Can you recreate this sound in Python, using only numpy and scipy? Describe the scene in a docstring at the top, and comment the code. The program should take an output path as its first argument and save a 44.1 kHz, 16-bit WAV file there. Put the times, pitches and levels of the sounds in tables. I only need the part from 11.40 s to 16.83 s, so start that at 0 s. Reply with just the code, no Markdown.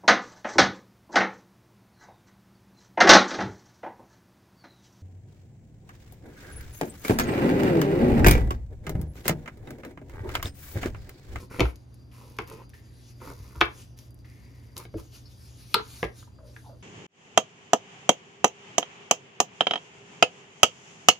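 """In a small kitchen, close up, a knife saws through a salmon fillet and knocks on a bamboo board.
Tiny slips make the blade rasp, wet flesh hisses and crackles, and the skin snaps as it parts.
Each knock rings the blade and the board, and the heavier ones thump the counter.
A plastic glove rubs and squeaks on the handle, and the knife is laid down. An appliance hums throughout."""
import sys
import numpy as np
from scipy import signal
from scipy.fft import rfft, irfft, next_fast_len
from scipy.io import wavfile
from scipy.ndimage import uniform_filter1d, map_coordinates

SR = 44100
rng = np.random.default_rng(int(sys.argv[2]) if len(sys.argv) > 2 else 0)


def unload_wav(signal):
    """Save mono or channel-first audio to the path in sys.argv[1] as 16-bit WAV at rate SR, clipped to [-1, 1]."""
    wavfile.write(
        sys.argv[1],
        SR,
        np.round(np.clip(np.atleast_2d(signal).T, -1, 1) * 32767).astype(np.int16),
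    )


N = 239274


def amp(db):
    return 10 ** (np.asarray(db) / 20)

def unit(x):
    """x scaled to an average (rms) level of 1."""
    return x / np.sqrt(np.mean(x ** 2) + 1e-20)

def along(points, hz):
    """Read between (Hz, value) points on a log frequency axis."""
    freqs, values = np.transpose(points)
    return np.interp(np.log(hz + 1), np.log(freqs + 1), values)

def wobble(rate):
    """A smooth curve through rate random points a second."""
    return map_coordinates(rng.standard_normal(int(N * rate / SR) + 4), [np.arange(N) * rate / SR])

def filtered(x, response):
    """Multiply each frequency in x by response(hz)."""
    n = x.shape[-1]
    size = next_fast_len(n + SR // 4)
    return irfft(rfft(x, size) * response(np.fft.rfftfreq(size, 1 / SR)), size)[..., :n]

def coloured(x, tone):
    """x shaped by (Hz, dB) points, at level 1."""
    return unit(filtered(x, lambda hz: amp(along(tone, hz))))

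def butter(x, kind, hz, order):
    """Keep the "low" or the "high" side of hz."""
    return signal.sosfilt(signal.butter(order, hz, kind, fs=SR, output="sos"), x)

def resonance(hz, centre_hz, width):
    """One ringing peak; width is a share of its centre."""
    damping = 1j * hz * width * centre_hz
    return damping / (centre_hz ** 2 - hz ** 2 + damping)

def add(track, s, sound):
    """Mix a sound into the track at s seconds."""
    part = track[round(s * SR):][:len(sound)]
    part += sound[:len(part)]

def grains(rate, spread_db):
    """Random ticks of uneven size, about rate a second."""
    ticks = (rng.random(N) < rate / SR) * rng.standard_normal(N)
    return unit(ticks * amp(spread_db * rng.standard_normal(N)))

def patchy(x, depth_db):
    """Make the tone of x keep shifting at random."""
    bands = signal.stft(x, nperseg=512)[2]
    patches = uniform_filter1d(rng.standard_normal(bands.shape), size=12, axis=0)
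    patches = uniform_filter1d(patches, size=14, axis=1)
    return unit(signal.istft(bands * amp(depth_db * unit(patches)), nperseg=512)[1][:N])

def ring(notes, t, scatter_db):
    """A struck object's notes, at new strengths each blow; t60 is the seconds to fade by 60 dB."""
    return sum((-1) ** k * amp(db + scatter_db * rng.standard_normal() - 60 * t / t60)
               * np.sin(2 * np.pi * hz * t) for k, (hz, db, t60) in enumerate(notes))

def favoured(notes, spot_hz, boost_db, octaves=0.19):
    """The spot that is struck brings out the notes near spot_hz."""
    return [(hz, db + boost_db * np.exp(-(np.log2(hz / spot_hz) / octaves) ** 2), t60)
            for hz, db, t60 in notes]


# The motor's rumble and the mains hum. Each row: frequency in Hz, level in dB.
MOTOR_TONE = [(15, -50.5), (25, -29), (50, -3), (91, 3), (122, -5.5), (135, -7.5), (146, -15), (284, -11),
              (356, -18), (659, -30.5), (1200, -47.5), (1560, -75), (2640, -120)]
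MAINS_HUM = [(60.2, -60), (119.8, -52.5)]

def appliance():
    """A motor rumbles, hums and thinly whines over faint room air."""
    t = np.arange(N) / SR
    rumble = coloured(rng.standard_normal(N), MOTOR_TONE)
    air_tone = [(25, -17.5), (120, 9), (300, -3.5), (800, -12), (3000, -26), (14000, -47)]
    air = coloured(rng.standard_normal((2, N)), air_tone)
    hum = sum(amp(db + wobble(7.5)) * np.sqrt(2) * np.sin(2 * np.pi * hz * (t + 0.00029 * wobble(14)))
              for hz, db in MAINS_HUM)
    whine = unit(filtered(rng.standard_normal(N), lambda hz: resonance(hz, 4760, width=0.0074) ** 2))
    return amp(-52.5) * rumble + amp(-58.5) * air + hum + amp(-74) * whine


# Pushes and pulls of the knife. Each row: start, length and rise time in seconds,
# levels of drag, rasp and wet hiss in dB, blade pitch in Hz.
STROKES = [(0.0, 0.049, 0.00055, -51, -64.5, -52, 2360), (0.097, 0.21, 0.026, -38.5, -47.5, -50, 2330),
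           (0.715, 0.33, 0.0044, -56.5, -64, -60.5, 2780), (1.066, 0.17, 0.012, -45, -56, -61, 2700),
           (1.335, 0.064, 0.0037, -65, -56.5, -58, 1840), (1.39, 0.25, 0.024, -86, -67.5, -108, 1830),
           (1.797, 0.12, 0.039, -35.5, -51, -48.5, 2110), (1.907, 0.51, 0.072, -51.5, -62.5, -58.5, 2100),
           (2.566, 0.11, 0.0066, -68.5, -71.5, -56.5, 2190), (2.846, 0.52, 0.0015, -65, -62.5, -67.5, 2035),
           (3.358, 0.084, 0.012, -45, -56.5, -49.5, 2450), (3.567, 0.038, 0.0097, -42.5, -63, -48, 1900)]
# The blade dragging on the board and rasping in the skin. Each row: frequency in Hz, level in dB.
DRAG_TONE = [(200, 1), (500, 4), (720, -11.5), (880, -0.5), (1010, 5), (1160, -2), (1330, -0.5),
             (1600, -13), (3000, -28.5)]
RASP_TONE = [(1200, -24.5), (1780, -1), (2600, -6.5), (3100, -12), (4500, -14.5), (9000, -37)]

def sawing():
    """The edge catches, then slides in tiny slips that shake the board and the blade."""
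    drag_gain, rasp_gain, _ = stroke_gains(stop_t60=0.036)
    slips = coloured(grains(rate=3500, spread_db=-1.5), RASP_TONE)
    rasp, t = np.zeros(N), np.arange(SR // 10) / SR
    starts = [round(row[0] * SR) for row in STROKES]
    for (s, _, rise_s, _, rasp_db, _, blade_hz), start, end in zip(STROKES, starts, starts[1:] + [N]):
        catch = amp(rasp_db + 12.5 - 60 * t / 0.033)
        add(rasp_gain, s, catch * np.exp(-rise_s / 0.0036))  # slow starts barely catch
        ringing = filtered(slips[start:end], lambda hz: 1 + 2 * resonance(hz, blade_hz, width=0.2))
        add(rasp, s, unit(ringing))
    drag = patchy(coloured(grains(rate=820, spread_db=-1.5), DRAG_TONE), depth_db=4)
    return (drag_gain * drag + rasp_gain * rasp) * amp(-2 + 0.73 * wobble(37))

def stroke_gains(stop_t60, ease_db=7.5):
    """Loudness of drag, rasp and hiss: a stroke rises, eases as the flesh parts, then stops."""
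    gains, t = np.zeros((3, N)), np.arange(SR) / SR
    for s, length, rise_s, *levels_db, _ in STROKES:
        rise = 1 - np.exp(-t / rise_s)
        fall = amp(-ease_db * t / length - 60 * np.maximum(t - length, 0) / stop_t60)
        for gain, db in zip(gains, levels_db):
            add(gain, s, amp(db) * rise * fall)
    return gains


# The hiss of rubbing flesh or glove. Each row: frequency in Hz, level in dB.
RUB_TONE = [(1000, -11.5), (2500, -7), (3800, -4.5), (5100, -2.5), (7000, -3.5), (9000, -3), (12500, -7),
            (15500, 0.5)]

def wet_flesh():
    """Wet flesh hisses and ticks on the sliding blade, lingering after each stroke."""
    *_, sliding = stroke_gains(stop_t60=0.13)
    hiss = coloured(rng.standard_normal(N) + 0.29 * grains(rate=98, spread_db=4.5), RUB_TONE)
    return sliding * amp(2.5 + 0.74 * wobble(26)) * patchy(hiss, depth_db=1.5)


# Shifts of grip. Each row: loudest moment in seconds, length in seconds, level in dB.
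GRIPS = [(1.667, 0.72, -65.5), (2.41, 0.15, -52.5), (3.733, 0.31, -57.5), (4.015, 0.25, -59),
         (4.306, 0.41, -53.5), (4.581, 0.23, -49), (4.797, 0.14, -54), (5.176, 0.38, -64.5)]

def glove_rub(rest_db=-72, fall_db=14):
    """The plastic glove hisses faintly and swells each time the grip shifts."""
    t = np.arange(N) / SR
    swells = sum(amp(db - fall_db * (2 * (t - s) / length) ** 2) for s, length, db in GRIPS)
    hiss = unit(butter(coloured(rng.standard_normal(N), RUB_TONE), "low", 10584, order=1))
    return (amp(rest_db) + swells) * amp(-1.77 + 2.9 * wobble(24)) * patchy(hiss, depth_db=2.5)


# The knife lands and bounces while cutting, then is laid down and tapped by the fingers. Each row:
# start in seconds, edge level in dB, treble limit in Hz, blade pitch in Hz, board level in dB.
CONTACTS = [(0.1956, -18.5, 4540, 2280, -14), (0.205, -10, 4280, 2400, -12.5),
            (0.2097, -7.5, 1200, 690, -17), (0.2153, -40.5, 692, 448, -13), (0.2226, -21, 3100, 980, -22.5),
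            (0.2543, -25, 3040, 1330, -47.5), (0.9867, -21, 4500, 2200, -44),
            (0.9878, -21, 1900, 1100, -33), (0.993, -26, 2400, 750, -34), (1.0015, -29, 2600, 2200, -35),
            (1.012, -33, 2000, 720, -36), (2.156, -35, 2170, 1100, -45), (2.208, -19.5, 4580, 1900, -35),
            (2.2119, -0.5, 3050, 2700, -24), (2.2124, -3, 1350, 1020, -15.5), (2.2152, -4, 2200, 1620, -28),
            (2.2198, -11, 2700, 2300, -18.5), (2.306, -36.5, 2795, 1956, -47.5),
            (3.452, -38.5, 4000, 2018, -39), (3.54, -36, 2170, 500, -27), (3.546, -42.5, 457, 391.5, -23.5),
            (3.5556, -51.5, 460, 400.5, -25.5), (4.3426, -9, 6600, 3900, -27),
            (4.3439, -8.5, 2700, 1460, -29), (4.3444, -10, 1040, 880, -23), (4.362, -49, 700, 463, -24),
            (4.375, -24.5, 2220, 1420, -49.5), (4.396, -23.5, 1950, 900, -32.5),
            (4.629, -13.5, 2840, 1900, -23), (4.6312, -13.5, 1270, 700, -24.5),
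            (4.6409, -28, 4960, 2380, -28), (4.649, -32, 4250, 2970, -29), (4.826, -38.5, 1620, 1345, -56),
            (4.874, -43, 1306, 950, -68), (4.985, -44.5, 1606, 1300, -57.5), (5.164, -34, 3000, 1685, -50)]
# Where the knife lands. Each row: time in seconds, board pitch brought out there in Hz.
SPOTS = [(0.2, 342), (1.0, 440), (2.2, 407.8), (3.55, 345.4), (4.35, 420), (4.63, 442)]

def knocks():
    """Tip, edge and heel of the knife meet the board in turn."""
    out = np.zeros(N)
    for s, *blow in CONTACTS:
        add(out, s, contact(*blow, spot_hz=np.interp(s, *np.transpose(SPOTS))))
    return out


# The notes of blade and board. Each row: pitch in Hz, level in dB, seconds to fade by 60 dB.
BLADE_NOTES = [(835, -15, 0.04), (940, -10, 0.03), (1010, -12, 0.045), (1228, -14, 0.04),
               (1375, -14, 0.045), (1632, -13, 0.04), (2075, -18, 0.03), (2250, -12, 0.028),
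               (2610, -13, 0.025), (2850, -16, 0.018), (3130, -15, 0.022), (3450, -21, 0.015),
               (4120, -18, .02), (4480, -17, 0.04)]
BOARD_NOTES = [(165, -15, .045), (205, -20, .04), (329, -9, .085), (380, 3, .009), (432, -10, .075),
               (465, -14, .05), (586, -15, .05), (684, -16, .045), (790, -14, .045)]
# The dry crack of a knock. Each row: frequency in Hz, level in dB.
CRACK_TONE = [(80, -36), (300, -12), (900, 4), (3000, -2), (6000, 5), (12000, -2), (16000, -2.5)]

def contact(edge_db, sharp_hz, blade_hz, board_db, spot_hz):
    """One knock rings the blade and the board; a soft one has no treble."""
    t = np.arange(SR // 4) / SR
    # place and pressure shift the notes a little
    blade_shift, board_shift = 1 + np.array([0.016, 0.0029]) * rng.uniform(-0.872, 1, 2)
    crack = coloured(rng.standard_normal(len(t)), CRACK_TONE) * amp(-1.53 - 60 * t / 0.017)
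    edge = ring(BLADE_NOTES, blade_shift * t, scatter_db=-0.5) * amp(-8) + crack
    edge = filtered(edge, lambda hz: 1 + 1.8 * resonance(hz, blade_hz, width=0.22))
    edge = butter(edge, "low", sharp_hz, order=4)
    edge = butter(edge, "high", 0.29 * blade_hz, order=2)  # a thin blade gives little bass
    tick = crack * amp(-17.5 - 60 * t / 0.062) * min(sharp_hz / 4000, 1.6) ** 4  # steel touches first
    board = ring(favoured(BOARD_NOTES, spot_hz, boost_db=4.5), board_shift * t, scatter_db=6)
    board = butter(board, "low", min(sharp_hz, 665), order=4)  # wet wood cushions the blow
    board *= 1 - np.exp(-t / 0.00077)
    return amp(edge_db) * (edge + tick) + amp(board_db) * board


# Pushes on the counter. Each row: start in seconds, level in dB, pitch brought out in Hz.
THUMPS = [(0.2092, -14, 106), (0.2422, -24.5, 61), (0.986, -42, 108), (1.999, -31.5, 98), (2.16, -25.5, 85),
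          (2.216, -26.5, 105), (3.543, -26.5, 108), (3.567, -33.5, 62), (4.346, -44, 123), (4.397, -37, 70),
          (4.632, -28, 70)]
# The counter's notes. Each row: pitch in Hz, level in dB, seconds to fade by 60 dB.
COUNTER_NOTES = [(60, -4, .18), (80, -12, .11), (104, -3, .065), (130, -8, .055)]

def thumps(rise_s=0.0041):
    """The heavy counter gives way slowly under a blow or the hand, with no deep bass."""
    out, t = np.zeros(N), np.arange(SR // 4) / SR
    for s, db, spot_hz in THUMPS:
        push = ring(favoured(COUNTER_NOTES, spot_hz, boost_db=10.5), t, scatter_db=2)
        push *= 1 - np.exp(-t / rise_s)
        add(out, s, amp(db) * butter(push, "high", 43, order=4))
    return out


# Skin and fibres snapping under the edge, and the edge catching as some strokes start. Each row: start in
# seconds, level in dB, pitch in Hz.
SNAPS = [(0.3582, -37, 6750), (0.5428, -39.5, 12100), (0.715, -47, 1200), (0.9, -42, 13700),
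         (0.969, -38, 12500), (1.052, -57, 9000), (1.075, -36, 13400), (1.0834, -38, 13400),
         (1.1, -33, 12100), (1.124, -36, 6400), (1.137, -37, 5950), (1.2944, -42, 13000),
         (1.301, -43, 4440), (1.342, -41, 2300), (2.2552, -41.5, 6170), (2.589, -34, 5430),
         (2.707, -41, 13330), (2.7446, -44, 12800), (2.85, -44.5, 2400), (2.9, -48, 8100),
         (3.3672, -27.5, 4000), (3.379, -21, 12200), (3.381, -24, 12500), (3.583, -40, 1400)]

def snaps(octaves=0.97, click_t60=0.0018, peel_t60=0.05):
    """Skin parts or the edge catches with a crisp click, then sticky flesh peels off the steel."""
    out, t = np.zeros(N), np.arange(SR // 20) / SR
    for s, db, pitch_hz in SNAPS:
        noise = rng.standard_normal((2, len(t)))
        noise[1] **= 3  # cubing turns hiss into ticks
        click, peel = filtered(noise, lambda hz: 1 / (1 + (np.log2((hz + 1) / pitch_hz) / octaves) ** 2))
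        click = unit(click) * amp(-60 * t / click_t60)
        peel = unit(peel) * amp(-18 - 60 * t / peel_t60)
        add(out, s, amp(db - 0.5) * (click + peel))
    return out


# Runs of tearing fibres. Each row: start in seconds, length in seconds, level in dB.
TEARS = [(0.728, 0.45, -62), (1.075, 0.085, -60.5), (1.828, 0.4, -59.5), (2.773, 0.64, -69),
         (3.377, 0.03, -49.5)]
# The tone of their ticks. Each row: frequency in Hz, level in dB.
CRACKLE_TONE = [(1500, -19.5), (5000, -1.5), (12000, -8), (16000, 1)]

def crackle():
    """Wet fibres part in dense runs of tiny ticks."""
    gain = np.zeros(N)
    for s, length, db in TEARS:
        add(gain, s, np.full(int(length * SR), amp(db)))
    return gain * coloured(grains(rate=280, spread_db=-0.5), CRACKLE_TONE)


# Glove slips. Each row: start and length in seconds, first and last pitch in Hz, level in dB.
SQUEAKS = [(3.853, 0.035, 4845, 4870, -58.5), (4.987, 0.158, 577, 525, -56.5),
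           (5.239, 0.077, 944, 700, -55), (5.291, 0.086, 602, 569, -55)]

def squeaks(roughness=0.33, scuff_db=-11.5):
    """The glove sticks and slips unevenly on the handle, which scuffs the board."""
    out, scuff = np.zeros(N), coloured(grains(rate=530, spread_db=0.5), DRAG_TONE)
    for s, length, start_hz, end_hz, db in SQUEAKS:
        n = int(length * SR)
        progress = np.linspace(0, 1, n)
        cycles = np.cumsum(start_hz * (end_hz / start_hz) ** progress) / SR
        slips = (wobble(roughness * start_hz) + 1j * wobble(roughness * start_hz))[:n]
        squeak = unit(np.real(slips * np.exp(2j * np.pi * cycles)))
        swell = (1 - np.exp(-progress / 0.05)) * np.sqrt(1 - progress)
        add(out, s, amp(db + 3) * swell * (squeak + amp(scuff_db) * scuff[round(s * SR):][:n]))
    return out


# The room's echo. Each row: frequency in Hz, seconds to fade by 60 dB.
ECHO_TIMES = [(100, 0.22), (500, 0.22), (2000, 0.2), (5000, 0.16), (12000, 0.05)]

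def kitchen_echo(x):
    """Worktop and walls give a short echo, drawn afresh at random about every third of a second."""
    out = np.zeros((2, N))
    side_tone = [(80, -15), (400, 0.5), (2000, 2.5), (5000, 4.5), (8000, -6.5)]
    for piece in np.array_split(np.arange(N), 16):
        hz, t, noise = signal.stft(rng.standard_normal((2, SR // 3)), SR, nperseg=256)
        decay = amp(-60 * t / along(ECHO_TIMES, hz)[:, None]) * (1 - np.exp(-t / 0.0017))
        mid, side = signal.istft(noise * decay, SR, nperseg=256)[1]
        side = filtered(side, lambda hz: amp(along(side_tone, hz)))
        for channel, tail in zip(out, [mid + side, mid - side]):
            add(channel, piece[0] / SR, signal.fftconvolve(x[piece], tail / np.linalg.norm(tail)))
    return out


# Left against right. Each row: frequency in Hz, how much louder the left is in dB.
LEFT_LOUDER = [(200, 0), (1200, -1), (2400, 4), (4400, 4), (7000, .3), (12000, 0)]
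# Each row: frequency in Hz, how far the left wave is ahead in radians.
LEFT_AHEAD = [(300, 0), (900, .6), (1500, -.3), (1900, -1.7), (2400, -.3), (3100, .9), (4000, -.2),
              (5300, .3), (6500, -.6), (7900, -3.1), (8600, -3.2), (10600, -6.1), (12200, -6.4),
              (14800, -9.4)]

def stereo(x):
    """The microphone's two openings hear the board with different level and timing."""
    half = np.array([[0.5], [-0.5]])
    return filtered(x, lambda hz: amp(half * along(LEFT_LOUDER, hz))
                    * np.exp(1j * half * along(LEFT_AHEAD, hz)))


def scene():
    """The close sounds at the board, their echo and the appliance behind them."""
    close = knocks() + thumps() + snaps() + crackle() + sawing() + wet_flesh() + glove_rub() + squeaks()
    return stereo(close + amp(-9.5) * kitchen_echo(close)) + appliance()

def record(dry, top_hz=16400):
    """Cut off the very highest treble."""
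    return filtered(dry, lambda hz: 1 / (1 + (hz / top_hz) ** 120))


dry = scene()
out = record(dry)
unload_wav(out)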